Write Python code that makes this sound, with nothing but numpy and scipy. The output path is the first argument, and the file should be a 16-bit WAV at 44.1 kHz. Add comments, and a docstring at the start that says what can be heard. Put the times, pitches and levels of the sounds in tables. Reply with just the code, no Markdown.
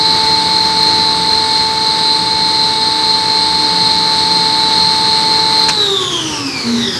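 """An air compressor switches off

A belt-driven screw compressor runs in an open steel cabinet. The ridges (lobes) of its rotors pump out a steady
tone, and rotors, bearings and motor whine over the rush of fan and air. A power switch clacks open; everything
slows down, and the falling tone sets the cabinet booming."""
import sys
import numpy as np
from scipy import signal
from scipy.fft import rfft, irfft, next_fast_len
from scipy.io import wavfile
from scipy.ndimage import map_coordinates

SR = 44100
rng = np.random.default_rng(int(sys.argv[2]) if len(sys.argv) > 2 else 0)


def unload_audio(sound):
    """Save the sound as a 16-bit wav file, at the path given as the first command line argument."""
    columns = np.transpose(np.atleast_2d(sound))
    # keep every value between -1 and 1, then stretch to whole-number steps
    steps = np.round(np.clip(columns, -1, 1) * 32767)
    wavfile.write(sys.argv[1], SR, steps.astype(np.int16))


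N = 308259
T = np.arange(N) / SR
FULL_SPEED_HZ = 441.06  # lobes passing the outlet each second
MESH_ORDER = 9.4  # pitch of the interlocking (meshing) rotors, as a multiple of the lobe rate


def gain_of(db):
    return 10 ** (np.asarray(db) / 20)


def unit_level(x):
    return x / np.sqrt(np.mean(x ** 2) + 1e-20)


def curves(rows):
    """Join a table's points with straight lines in time, one curve per column."""
    times, *columns = np.transpose(rows)
    return [np.interp(T, times, column) for column in columns]


def wander(hz):
    """A smooth random wobble that changes about hz times a second."""
    knots = rng.standard_normal(1000)
    return unit_level(map_coordinates(knots, [T * hz], order=2, mode="mirror"))


def resonate(x, hz, width_hz):
    """Ring at one pitch; a narrower width rings longer."""
    r = np.exp(-np.pi * width_hz / SR)
    return 2 * signal.lfilter([1 - r], [1, -r * np.exp(2j * np.pi * hz / SR)], x).real


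def echoes(x, wet, t60):
    """Add echoes from the steel walls, fading by 60 dB in t60 seconds."""
    t = T[:SR // 2]
    tail = rng.standard_normal(len(t)) * gain_of(-60 * t / t60) * (t > .003)
    return (x + wet * signal.fftconvolve(x, tail / np.linalg.norm(tail))[:N]) / np.hypot(1, wet)


def tones(rows, rotation, waver_db, slip):
    """Tones that follow a rotation, each wavering in level and slipping a little in phase."""
    return sum(gain_of(db + waver_db * wander(9)) * np.sqrt(2)
               * np.sin(2 * np.pi * (rate * rotation + rng.random()) + slip * wander(7))
               for rate, db in rows)


def rush(spectrum, flutter_db):
    """Shaped rushing noise that flutters slightly."""
    hz, db = np.transpose(spectrum)
    size = next_fast_len(N)
    colour = gain_of(np.interp(np.log(np.fft.rfftfreq(size, 1 / SR) + 1), np.log(hz), db))
    air = irfft(rfft(rng.standard_normal(size)) * colour, size)[:N] * np.sqrt(SR / 2)
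    return air * gain_of(flutter_db * wander(25))


def fan_and_air(load, swell):
    """The rush of fan and air changes colour as the load comes off."""
    # steady rushing noise, its treble cut away around 10 kHz: f/Hz, level/dB per Hz
    steady = [(25, -80), (48, -73.5), (72, -54.5), (300, -55), (440, -57), (600, -62), (800, -60.5),
              (1120, -57.5), (2100, -61.5), (2700, -65.5), (5200, -61.5), (7300, -72), (9200, -74),
              (10300, -98), (11800, -88), (12600, -79), (13500, -110)]
    # rushing noise while slowing: f/Hz, level/dB per Hz
    slowing = [(25, -78), (50, -76), (75, -59), (130, -50.5), (200, -59.5), (380, -53), (680, -70),
               (880, -58.5), (1300, -61), (2700, -67), (5000, -61), (8000, -73), (11000, -79.5),
               (13500, -95)]
    return (rush(steady, flutter_db=.5) * np.sqrt(load) * swell
            + rush(slowing, flutter_db=1.0) * np.sqrt(1 - load))


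def motor_hum(run_s, load):
    """Belt, pulleys and motor hum, more softly without load."""
    # hum tones at full speed: f/Hz, level/dB
    hum = [(172.6, -34.5), (247.4, -41.5), (306.8, -34.5), (705.4, -50.5), (1017, -45), (1103.5, -40.5),
           (1176, -46), (1234, -46.5), (1411, -47), (2029, -41)]
    return tones(hum, run_s, waver_db=2.1, slip=0.48) * (load + .35 * (1 - load))


def power_switch():
    """The switch opens, hits its stop and bounces, ringing a plastic case that dulls the top treble."""
    # blows: t/s, level/dB
    clacks = [(5.6855, -11), (5.691, -11.5), (5.698, -15.5)]
    # ringing pitches of the case: f/Hz, width/Hz, relative level/dB
    modes = [(1050, 200, -4), (1640, 200, 5), (2500, 700, -4), (5200, 2500, -7), (8500, 2500, -14)]
    decay_s, top_hz = .0075, 7500
    blows = sum(gain_of(db) * (T >= s) * np.exp(-abs(T - s) / decay_s) for s, db in clacks)
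    grit = signal.sosfilt(signal.butter(4, top_hz, fs=SR, output="sos"), rng.standard_normal(N))
    case = unit_level(sum(gain_of(db) * resonate(grit, hz, width) for hz, width, db in modes))
    return echoes(case * blows, wet=0.27, t60=0.58)


def cabinet_boom(puffs, load):
    """The falling lobe tone passes the pitch of the cabinet's air, which swells slowly and rings on."""
    air = np.sqrt(2) * np.sin(2 * np.pi * puffs) * (1 - load)
    for _ in range(3):
        air = resonate(air, hz=236, width_hz=7)
    return gain_of(-6) * air


def slowing_lobes(puffs, load):
    """The falling lobe tones swell and dip as they pass the pitches at which the room rings."""
    # falling tones: t/s, then level/dB at 1, 2, 3 and 4 times the lobe rate
    levels = [(5.7, -24, -42, -34, -53), (5.78, -24, -39, -31, -34), (5.84, -21, -40, -29, -30),
              (5.9, -14.5, -34, -30, -40), (5.98, -34, -36, -23.5, -49), (6.04, -16.5, -50, -25, -46),
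              (6.1, -26.5, -35, -31, -45), (6.2, -26.5, -45, -31.5, -46), (6.28, -22.5, -41.5, -37, -37),
              (6.36, -27, -41, -27, -33), (6.41, -33, -46, -47, -28), (6.47, -21, -48, -46, -38),
              (6.57, -37, -41, -34, -41), (6.68, -24.5, -32.5, -46, -48), (6.78, -33, -26.5, -44, -46),
              (6.87, -32, -28, -42, -50), (6.99, -34, -30, -45, -46)]
    falling = sum(gain_of(db + 1.8 * wander(35)) * np.sqrt(2) * np.sin(2 * np.pi * multiple * puffs)
                  for multiple, db in enumerate(curves(levels), start=1))
    return echoes(falling * (1 - load), wet=0.58, t60=0.59)


def pumping_lobes(puffs, load):
    """Each lobe pushes out a puff of air; the fast puffs blend into a steady tone."""
    # softer tones: multiple of the lobe rate, level/dB
    soft = [(1, -31), (4, -39), (5, -34.5), (6, -56)]
    # firm drone an octave up: multiple of the lobe rate, level/dB
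    drone = [(2, -18)]
    return (tones(soft, puffs, waver_db=1.17, slip=.04)
            + tones(drone, puffs, waver_db=-0.1, slip=.03)) * load


def whine(run_s, load):
    """Rotors, bearings and the electric motor whine; tones very close in pitch throb four times a second."""
    # throbbing tones at full speed: f/Hz, level/dB
    throbbing = [(4143.4, -22.3), (4145.6, -31), (4147.4, -21)]
    # whine tones around them: f/Hz, level/dB
    around = [(3860.5, -37), (3991.5, -30), (3993.5, -33), (4093.5, -27.5), (4122.5, -34), (4165.5, -27),
              (4192.7, -28), (4299, -29), (4321, -33), (4495.5, -38), (4827.8, -35.5)]
    return (tones(around, run_s, waver_db=4.4, slip=0.4)
            + tones(throbbing, run_s, waver_db=-0.06, slip=0.2)) * load


def surface_flaws(puffs, harmonic, spread, rough):
    """Flaws repeat whenever the same lobes meet: evenly spaced tones, with noise between them."""
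    # band around a mesh tone at full speed: offset/Hz (before spread stretches it), relative level/dB
    band = [(-1500, -27), (-750, -19), (-500, -7), (-250, -3.5), (5, -3.5), (250, -1), (443, -8.5),
            (744, -9), (1098, -25.5), (1900, -56)]
    size, repeat_hz = 4096, 22.047
    place = puffs / FULL_SPEED_HZ * repeat_hz * size

    def track(rounds):
        """A loop of surface: a short one sounds like tones, a long one like noise."""
        hz = np.arange(size * rounds // 2 + 1) * repeat_hz / rounds
        offset_hz = hz - harmonic * MESH_ORDER * FULL_SPEED_HZ
        shape = gain_of(np.interp(offset_hz / spread, *np.transpose(band), left=-120, right=-120))
        surface = unit_level(irfft(shape * np.exp(2j * np.pi * rng.random(len(shape)))))
        return np.interp(place % len(surface), np.arange(len(surface)), surface)
    return (track(rounds=1) + rough * track(rounds=160)) / np.hypot(1, rough)


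def meshing_rotors(puffs, load):
    """The rotors whine evenly under load; without it they chatter and their higher bands grow."""
    # rotor noise: t/s, then base level/dB of the low, middle and high band
    band_levels = [(0, -17.5, -34, -56), (1.8, -18.5, -34.5, -60), (3.2, -18, -34, -58),
                   (5.65, -16.5, -32, -66), (5.8, -17.5, -38, -44), (6, -17, -32, -37),
                   (6.18, -18.5, -28, -35), (6.4, -31, -25.5, -35), (6.58, -30, -22, -37),
                   (6.75, -34, -23.5, -30), (6.87, -28, -19, -19), (6.99, -32, -32, -16.5)]
    # clear tone while slowing, flaring where the casing rings along: t/s, level/dB
    clear_level = [(5.7, -48), (5.76, -21), (5.79, -10.5), (5.83, -15), (5.9, -20), (5.98, -15.5),
                   (6.06, -32), (6.14, -17.5), (6.2, -24), (6.26, -34), (6.45, -33), (6.53, -30),
                   (6.58, -24), (6.65, -43), (6.99, -55)]
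    low, middle, high = map(gain_of, curves(band_levels))
    loaded = (low * surface_flaws(puffs, harmonic=1, spread=1.02, rough=0.53)
              + middle * surface_flaws(puffs, harmonic=2.005, spread=0.83, rough=0.95))
    chatter = (low * gain_of(-1.5) * surface_flaws(puffs, harmonic=1.011, spread=0.75, rough=0.84)
               + middle * gain_of(0.3) * surface_flaws(puffs, harmonic=1.967, spread=0.97, rough=1.2)
               + high * gain_of(-5.0) * surface_flaws(puffs, harmonic=2.92, spread=1.6, rough=1.5))
    phase = 2 * np.pi * MESH_ORDER * puffs + .4 * wander(60)
    clear = gain_of(curves(clear_level)[0]) * np.sqrt(2) * np.sin(phase)
    chatter *= gain_of(1.2 * wander(70))
    slowing = echoes(chatter, wet=0.56, t60=0.59) + echoes(clear, wet=0.55, t60=0.22)
    return loaded * np.sqrt(load) * gain_of(0.97 * wander(9.3)) + slowing * np.sqrt(1 - load)


def scene():
    """Mix all the sounds; the moving parts share one speed and one load."""
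    # how fast lobes pass the outlet: t/s, f/Hz
    speed = [(0, 441.06), (5.69, 441.06), (5.8, 418), (6, 373), (6.2, 330), (6.4, 286), (6.6, 244),
             (6.8, 206), (6.99, 173)]
    # how hard the machine works: t/s, load from 0 to 1
    effort = [(0, 0.98), (5.69, 0.93), (5.75, 0.44), (5.81, 0.14), (5.9, 0)]
    # slow swell around the average level: t/s, relative level/dB
    swell_points = [(0.0, -19), (0.3, -17), (0.44, -18.5), (0.93, -17.5), (1.16, -19), (1.34, -18.5),
                    (2.05, -19.5), (2.09, -19.5), (2.36, -19.5), (5.59, -17.5), (5.65, -18.5)]
    lobe_hz, = curves(speed)
    load, = curves(effort)
    swell_db, = curves(swell_points)
    swell = gain_of(swell_db - swell_db.mean())
    puffs = np.cumsum(lobe_hz * (1 + .00012 * wander(5.09))) / SR  # lobes passed so far
    run_s = puffs / FULL_SPEED_HZ  # rotation, counted in seconds at full speed
    running = (pumping_lobes(puffs, load) + motor_hum(run_s, load) + whine(run_s, load)) * swell
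    air = fan_and_air(load, swell)
    rotors = meshing_rotors(puffs, load)
    stopping = slowing_lobes(puffs, load) + cabinet_boom(puffs, load) + power_switch()
    return (air + running + rotors + stopping)[None]


def record(dry):
    """Round off the loudest peaks, then cut the highest treble."""
    ceiling, top_hz = .97, 13500
    rounded = dry / (1 + (dry / ceiling) ** 8) ** (1 / 8)
    treble_cut = signal.firwin(511, top_hz, window=("kaiser", 9), fs=SR)
    return signal.oaconvolve(rounded, treble_cut[None], "same")


dry = scene()
out = record(dry)
unload_audio(out)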